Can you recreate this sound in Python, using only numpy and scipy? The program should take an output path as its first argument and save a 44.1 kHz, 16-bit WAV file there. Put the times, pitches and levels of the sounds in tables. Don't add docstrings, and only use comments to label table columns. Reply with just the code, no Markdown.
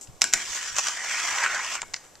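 import sys
import numpy as np
from scipy import signal
from scipy.fft import rfft, irfft
from scipy.io import wavfile
from scipy.ndimage import uniform_filter1d

SR = 44100
rng = np.random.default_rng(int(sys.argv[2]) if len(sys.argv) > 2 else 0)


def inscribe(sig):
    pcm = np.round(np.clip(np.atleast_2d(sig).T, -1, 1) * 32767)
    wavfile.write(sys.argv[1], SR, pcm.astype(np.int16))


N = 97020
T = np.arange(N) / SR


def amp(db):
    return 10 ** (np.asarray(db) / 20)


def unit_rms(x):
    return x / np.sqrt(np.mean(x ** 2) + 1e-20)


def unit_energy(x):
    return x / np.sqrt(np.sum(x ** 2, axis=-1, keepdims=True) + 1e-20)


def add(mix, start_s, sound):
    part = mix[..., max(round(start_s * SR), 0):][..., :sound.shape[-1]]
    part += sound[..., :part.shape[-1]]


def convolve(x, response):
    return signal.fftconvolve(np.atleast_2d(x), np.atleast_2d(response), axes=1)[:, :x.shape[-1]]


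def colour(x, points, size=4096):
    hz, db = np.transpose(points)
    bin_hz = abs(np.fft.fftfreq(size, 1 / SR))
    log_gain = np.log(amp(np.interp(np.log(bin_hz + 1), np.log(hz + 1), db)))
    spectrum = np.exp(np.conj(signal.hilbert(log_gain)))
    return convolve(x, np.fft.ifft(spectrum).real[:size // 2])


def resonate(x, hz, width_hz):
    turn = np.exp(2j * np.pi * np.cumsum(hz) / SR)
    pole = np.exp(-np.pi * width_hz / SR)
    return 2 * (turn * signal.lfilter([1 - pole], [1, -pole], x / turn)).real


def emphasise(x, hz, width_hz, db):
    return unit_energy(x + amp(db) * resonate(x, np.full(x.shape[-1], hz), width_hz))


def wobble(corner_hz):
    hz = np.fft.rfftfreq(N, 1 / SR)
    return unit_rms(irfft(rfft(rng.standard_normal(N)) / (1 + (hz / corner_hz) ** 2), N))


def grains(per_s, spread_db, apart):
    size = amp(spread_db * np.minimum(rng.exponential(1, (3, N)), 4))
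    clicks = size * rng.choice([-1, 1], (3, N)) * (rng.random((3, N)) < per_s / SR)
    return clicks[0] + apart * clicks[1:]


def air_and_wind():
    # f/Hz, relative level/dB
    air_spectrum = [(30, 5.5), (150, 0.5), (400, 7), (800, 5.5), (1800, -6), (3500, -9), (7000, -16),
                    (14000, -6)]
    wind_spectrum = [(10, 6), (45, -1), (120, 0.5), (200, -8), (400, -44), (2000, -72)]
    # t/s, level/dB, length/s
    puffs = [(0.095, -40, 0.022), (0.143, -51.5, 0.04), (0.354, -48, 0.036), (.5, -51.5, 0.039),
             (0.74, -49.5, 0.05), (1.332, -57, 0.044), (1.878, -57, 0.13)]
    noise = rng.standard_normal((6, N))
    air = unit_rms(colour(noise[0] + 0.73 * noise[1:3], air_spectrum))
    wind = unit_rms(colour(noise[3] + 4.1 * noise[4:], wind_spectrum))
    gusts = amp(-64) + sum(amp(db) * np.exp(-(2 * (T - s) / length) ** 2) for s, db, length in puffs)
    return amp(-53.5) * air + gusts * wind * amp([[-2], [2]])


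def snow():
    # t/s, spray level/dB, crunch level/dB, time constant/s
    bursts = [(0.011, -42, -69, 0.029), (1.85, -62, -55.5, 0.21), (2.039, -64, -56.5, 0.03)]
    # f/Hz, relative level/dB
    spray_spectrum = [(1000, -7), (4000, -4.5), (6000, -1), (8000, 3.5), (10000, -1), (15000, 3)]
    crunch_spectrum = [(200, -14), (600, -1), (1500, 6.5), (2500, -0.5), (4000, -8), (7000, -14),
                       (12000, -12)]
    spray, crunch = (unit_rms(colour(grains(per_s=5000, spread_db=4.5, apart=.7), spectrum))
                     for spectrum in (spray_spectrum, crunch_spectrum))
    out = np.zeros((2, N))
    for s, spray_db, crunch_db, decay_s in bursts:
        envelope = (T > s) * np.exp(-abs(T - s) / decay_s)
        out += envelope * (amp(spray_db) * spray + amp(crunch_db) * crunch)
    return out


def rail_modes():
    # f/Hz, relative level/dB, T60/s
    modes = [(210, -26, .45), (371, -23, .45), (690, -14, .35), (824, -14, .35), (1082, -12, .25),
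             (1443, -7, .2), (1497, -1, .28), (1620, -1, .3), (1728, -7, .2), (1846, 1, .22),
             (2196, -4, .3), (2336, -8, .3), (2470, -7, .3), (2830, -9, .3)]
    t = T[:SR]
    ring = sum(amp(db) * unit_energy(amp(-60 * t / t60) * np.sin(2 * np.pi * (hz * t + rng.random())))
               for hz, db, t60 in modes)
    return unit_energy(ring)


def rail(force):
    # t/s, relative level/dB
    mobility = [(.4, -1.5), (1.3, 0.5), (1.52, 0.5), (1.68, 2.5), (1.8, -4)]
    gain = amp(np.interp(T, *np.transpose(mobility)))
    ring = unit_rms(convolve(force.mean(0), rail_modes()))
    return gain * ring * np.sqrt(np.mean(force ** 2))


def dense_ring(t60):
    t = T[:SR // 2]
    noise = rng.standard_normal((3, len(t)))
    return unit_energy((noise[0] + 0.19 * noise[1:]) * amp(-60 * t / t60))


def landings():
    # t/s, level/dB
    pushes = [(0.221, -50.5), (.338, -52)]
    # f/Hz, relative level/dB
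    push_spectrum = [(100, -5), (210, -0.5), (370, 0), (700, -11), (1500, -30), (3000, -20)]
    out = np.zeros((2, N))
    for s, db in pushes:
        shudder = unit_energy(colour(dense_ring(t60=0.44), push_spectrum))
        hum = unit_energy(colour(rail_modes(), push_spectrum))
        add(out, s, amp(db) * shudder)
        add(out, s, amp(db + 2.5) * hum)
    return out * np.sqrt(SR / 10)


def shimmer(x, patch_hz=170, patch_s=.05, depth_db=2.8, size=512):
    hop = size // 4
    spectra = signal.stft(x, nperseg=size, noverlap=size - hop)[2]
    patches = rng.standard_normal(spectra.shape[1:])
    patches = uniform_filter1d(patches, max(1, round(patch_hz * size / SR)), axis=0)
    patches = uniform_filter1d(patches, max(1, round(patch_s * SR / hop)), axis=1)
    gain = unit_rms(amp(depth_db * unit_rms(patches)))
    return signal.istft(spectra * gain, nperseg=size, noverlap=size - hop)[1][:, :N]


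def slide():
    # t/s, grinding level/dB, hiss level/dB
    course = [(.33, -65, -44), (.35, -48, -63), (.395, -38.5, -41), (.44, -42, -41), (0.577, -36, -36),
              (.61, -41, -41), (.678, -35, -38.5), (0.731, -45.5, -45.5), (0.783, -31.5, -35),
              (0.814, -43, -37), (0.871, -33, -35.5), (.92, -39.5, -41), (.99, -36.5, -43),
              (1.13, -30.5, -36.5), (1.21, -30.5, -36), (1.29, -28, -35.5), (1.405, -27, -38),
              (1.444, -23, -36), (1.478, -32, -43.5), (1.55, -26, -38), (1.6, -32, -42), (1.69, -33, -40.5),
              (1.753, -32, -36), (1.797, -38, -56), (1.817, -93, -49)]
    # f/Hz, relative level/dB
    grind_spectrum = [(60, -58), (250, -22), (480, -14.5), (750, -1.5), (1050, 2), (1700, 4.5), (2400, -2),
                      (3200, -14.5), (4500, -22), (10000, -76.5)]
    hiss_spectrum = [(600, -52), (1800, -3.5), (2900, 11), (4000, 2.5), (5400, 4.5), (7500, -1),
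                     (10000, -6), (15000, -3.5)]
    # t/s, f/Hz, level/dB re the broadband grinding
    ski_resonance = [(.35, 2080, 3), (.57, 1960, -5.5), (.88, 1290, 3), (1.05, 2050, -4.5), (1.2, 2300, 2),
                     (1.36, 1890, -10.5), (1.45, 1740, 0), (1.55, 1490, -3), (1.6, 1550, 4.5),
                     (1.625, 2190, -2), (1.65, 2740, -5.5), (1.75, 2460, -3.5), (1.8, 2300, -0.5)]
    s, grind_db, hiss_db = np.transpose(course)
    grind_gain, hiss_gain = (amp(np.interp(T, s, db, -np.inf, -np.inf)) for db in (grind_db, hiss_db))
    chatter = wobble(corner_hz=106)
    grind_chatter, hiss_chatter = amp(1.45 * chatter), amp(1.5 * chatter)
    catches, tone = (grains(per_s=5000, spread_db=2, apart=.14) * grind_chatter for _ in range(2))
    tone_s, tone_hz, tone_db = np.transpose(ski_resonance)
    for _ in range(2):
        tone = resonate(tone, np.interp(T, tone_s, tone_hz), width_hz=750)
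    tone = unit_rms(tone) * amp(np.interp(T, tone_s, tone_db))
    grind = unit_rms(unit_rms(colour(catches, grind_spectrum)) + tone)
    fine_catches = grains(per_s=14000, spread_db=3.0, apart=.95) * hiss_chatter
    hiss = unit_rms(colour(fine_catches, hiss_spectrum))
    ring = rail(unit_rms(catches) * grind_gain)
    return grind_gain * grind + hiss_gain * hiss + amp(-9) * ring


def noise_pulse(decay_s):
    t = T[:SR // 3]
    burst = rng.standard_normal(len(t)) * np.exp(-t / decay_s) * (1 - np.exp(-2 * t / decay_s))
    power = uniform_filter1d(abs(rfft(burst)) ** 2, size=260)
    whitening = np.transpose([np.fft.rfftfreq(len(t), 1 / SR), -10 * np.log10(power)])
    return unit_energy(colour(burst, whitening)[0])


def clacks():
    # t/s, thud level/dB, knock level/dB, crack level/dB, time constant/s,
    # rattle level offset/dB, ping f/Hz, crack f/Hz
    bursts = [(0.0708, -73, -53, -54.5, 0.0026, -18, 2800, 5000),
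              (0.2105, -41, -32.5, -34, 0.0034, -8, 1890, 6000),
              (0.2180, -24, -17, -15, 0.00065, -1.5, 2300, 5350),
              (.2203, -29.5, -29, -41, 0.0012, 6.5, 2770, 6200),
              (0.2411, -31.5, -22, -23, 0.00045, -5, 1590, 7700),
              (0.327, -64, -29.5, -30.5, 0.0029, -9, 2080, 6350),
              (0.3363, -23.5, -16, -16.5, 0.0005, -2, 2245, 7250),
              (0.3394, -28.5, -23, -24.5, 0.0013, 1.5, 1750, 5950),
              (.3755, -43, -32, -40.5, 0.0012, -16, 1986, 7400),
              (.570, -40, -30, -46, 0.0064, 11.5, 1840, 5700),
              (.764, -32, -33, -29, 0.0022, 5.5, 2800, 6200),
              (0.784, -22.5, -22.5, -22.5, 0.0013, 0.5, 1870, 6260),
              (0.7884, -24, -25, -28.5, 0.0029, -10, 2740, 6740),
              (.8675, -44, -27, -27, 0.0041, 1, 3000, 6060),
              (0.8837, -30, -38, -27.5, 0.0015, 4.5, 1470, 5700),
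              (1.1115, -31.5, -24.5, -36, 0.00084, 1, 1660, 6100),
              (1.3818, -52, -23.5, -33, 0.0024, 7, 1850, 4500),
              (1.4438, -29, -22, -43, 0.0018, -10, 1730, 7000),
              (1.4607, -30, -17.5, -37, 0.0013, 0, 1520, 7000),
              (1.5445, -42, -31, -32.5, 0.0036, -6, 1640, 6800),
              (1.558, -40, -24, -52, 0.0015, -6, 1630, 7050),
              (1.753, -33.5, -30.5, -37, 0.001, 1, 1580, 7400),
              (1.8176, -35, -28, -30.5, 0.0009, -10.5, 2290, 7700),
              (1.828, -28.5, -32.5, -46, 0.0036, -20, 1760, 7000),
              (1.9368, -36.5, -36.5, -35.5, 0.0021, 1, 2220, 6550),
              (1.9412, -33.5, -26, -27.5, 0.00079, -8, 2160, 4800),
              (1.9626, -44, -40, -37.5, 0.0025, -8, 1670, 4500),
              (2.154, -61, -49.5, -49.5, 0.00064, -21, 1870, 4800)]
    # f/Hz, relative level/dB
    thud_spectrum = [(60, -23), (380, -13), (560, -4.5), (760, 1.5), (1000, 5), (1700, 0.5), (4000, -45.5)]
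    knock_spectrum = [(300, -52.5), (900, -15), (1500, 3.5), (2200, -3.5), (3000, -5.5), (4200, -21),
                      (9000, -42.5)]
    crack_spectrum = [(1000, -55), (2800, -10), (3900, 2), (4800, 1), (7500, -3), (10000, -3),
                      (15000, -0.5)]
    dulling_db_per_s = 8.5
    out = np.zeros((2, N))
    for s, thud_db, knock_db, crack_db, decay_s, loose_db, ping_hz, crack_hz in bursts:
        pulses = np.array([noise_pulse(decay_s) for _ in range(3)])
        thud = unit_energy(colour(pulses[0], thud_spectrum))
        knock = emphasise(colour(pulses[0], knock_spectrum), ping_hz, width_hz=217, db=9)
        crack = colour(pulses[0] + 0.45 * pulses[1:], crack_spectrum)
        crack = emphasise(crack, crack_hz, width_hz=680, db=3.5)
        crack = colour(crack, [(7000, 0.0039), (11000, -dulling_db_per_s * s)])
        burst = amp(thud_db) * thud + amp(knock_db) * knock + amp(crack_db) * crack
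        burst *= np.sqrt(.003 * SR)
        ring = amp(-9.5) * dense_ring(t60=.05)
        rattle = amp(-7.5 + loose_db) * dense_ring(t60=0.37)
        add(out, s, burst + convolve(burst, ring + rattle))
    return out + amp(-11) * rail(out)


def scene():
    return shimmer(slide()) + clacks() + landings() + snow() + air_and_wind()


def record(dry):
    # f/Hz, level/dB
    left_response = [(1000, -1.38), (4000, 2), (5200, 7.5), (6300, 7), (7400, 19), (8200, 10.5), (9500, 3),
                     (12000, -4)]
    right_response = [(1000, -1), (4000, 2.5), (5000, 5.5), (5900, 14.5), (6600, 13.5), (7500, 6),
                      (9000, -4), (10500, -9.5), (14000, -10)]
    left_lag_s, overload, cutoff_hz = .00002, .88, 14350
    left, right = colour(dry[0], left_response)[0], colour(dry[1], right_response)[0]
    delay = np.exp(-2j * np.pi * np.fft.rfftfreq(N, 1 / SR) * left_lag_s)
    left = irfft(rfft(left) * delay, N)
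    clipped = np.clip([left, right], -overload, overload)
    low_pass = signal.firwin(301, cutoff_hz, window=("kaiser", 8), fs=SR)
    return signal.oaconvolve(clipped, low_pass[None], "same")


dry = scene()
out = record(dry)
inscribe(out)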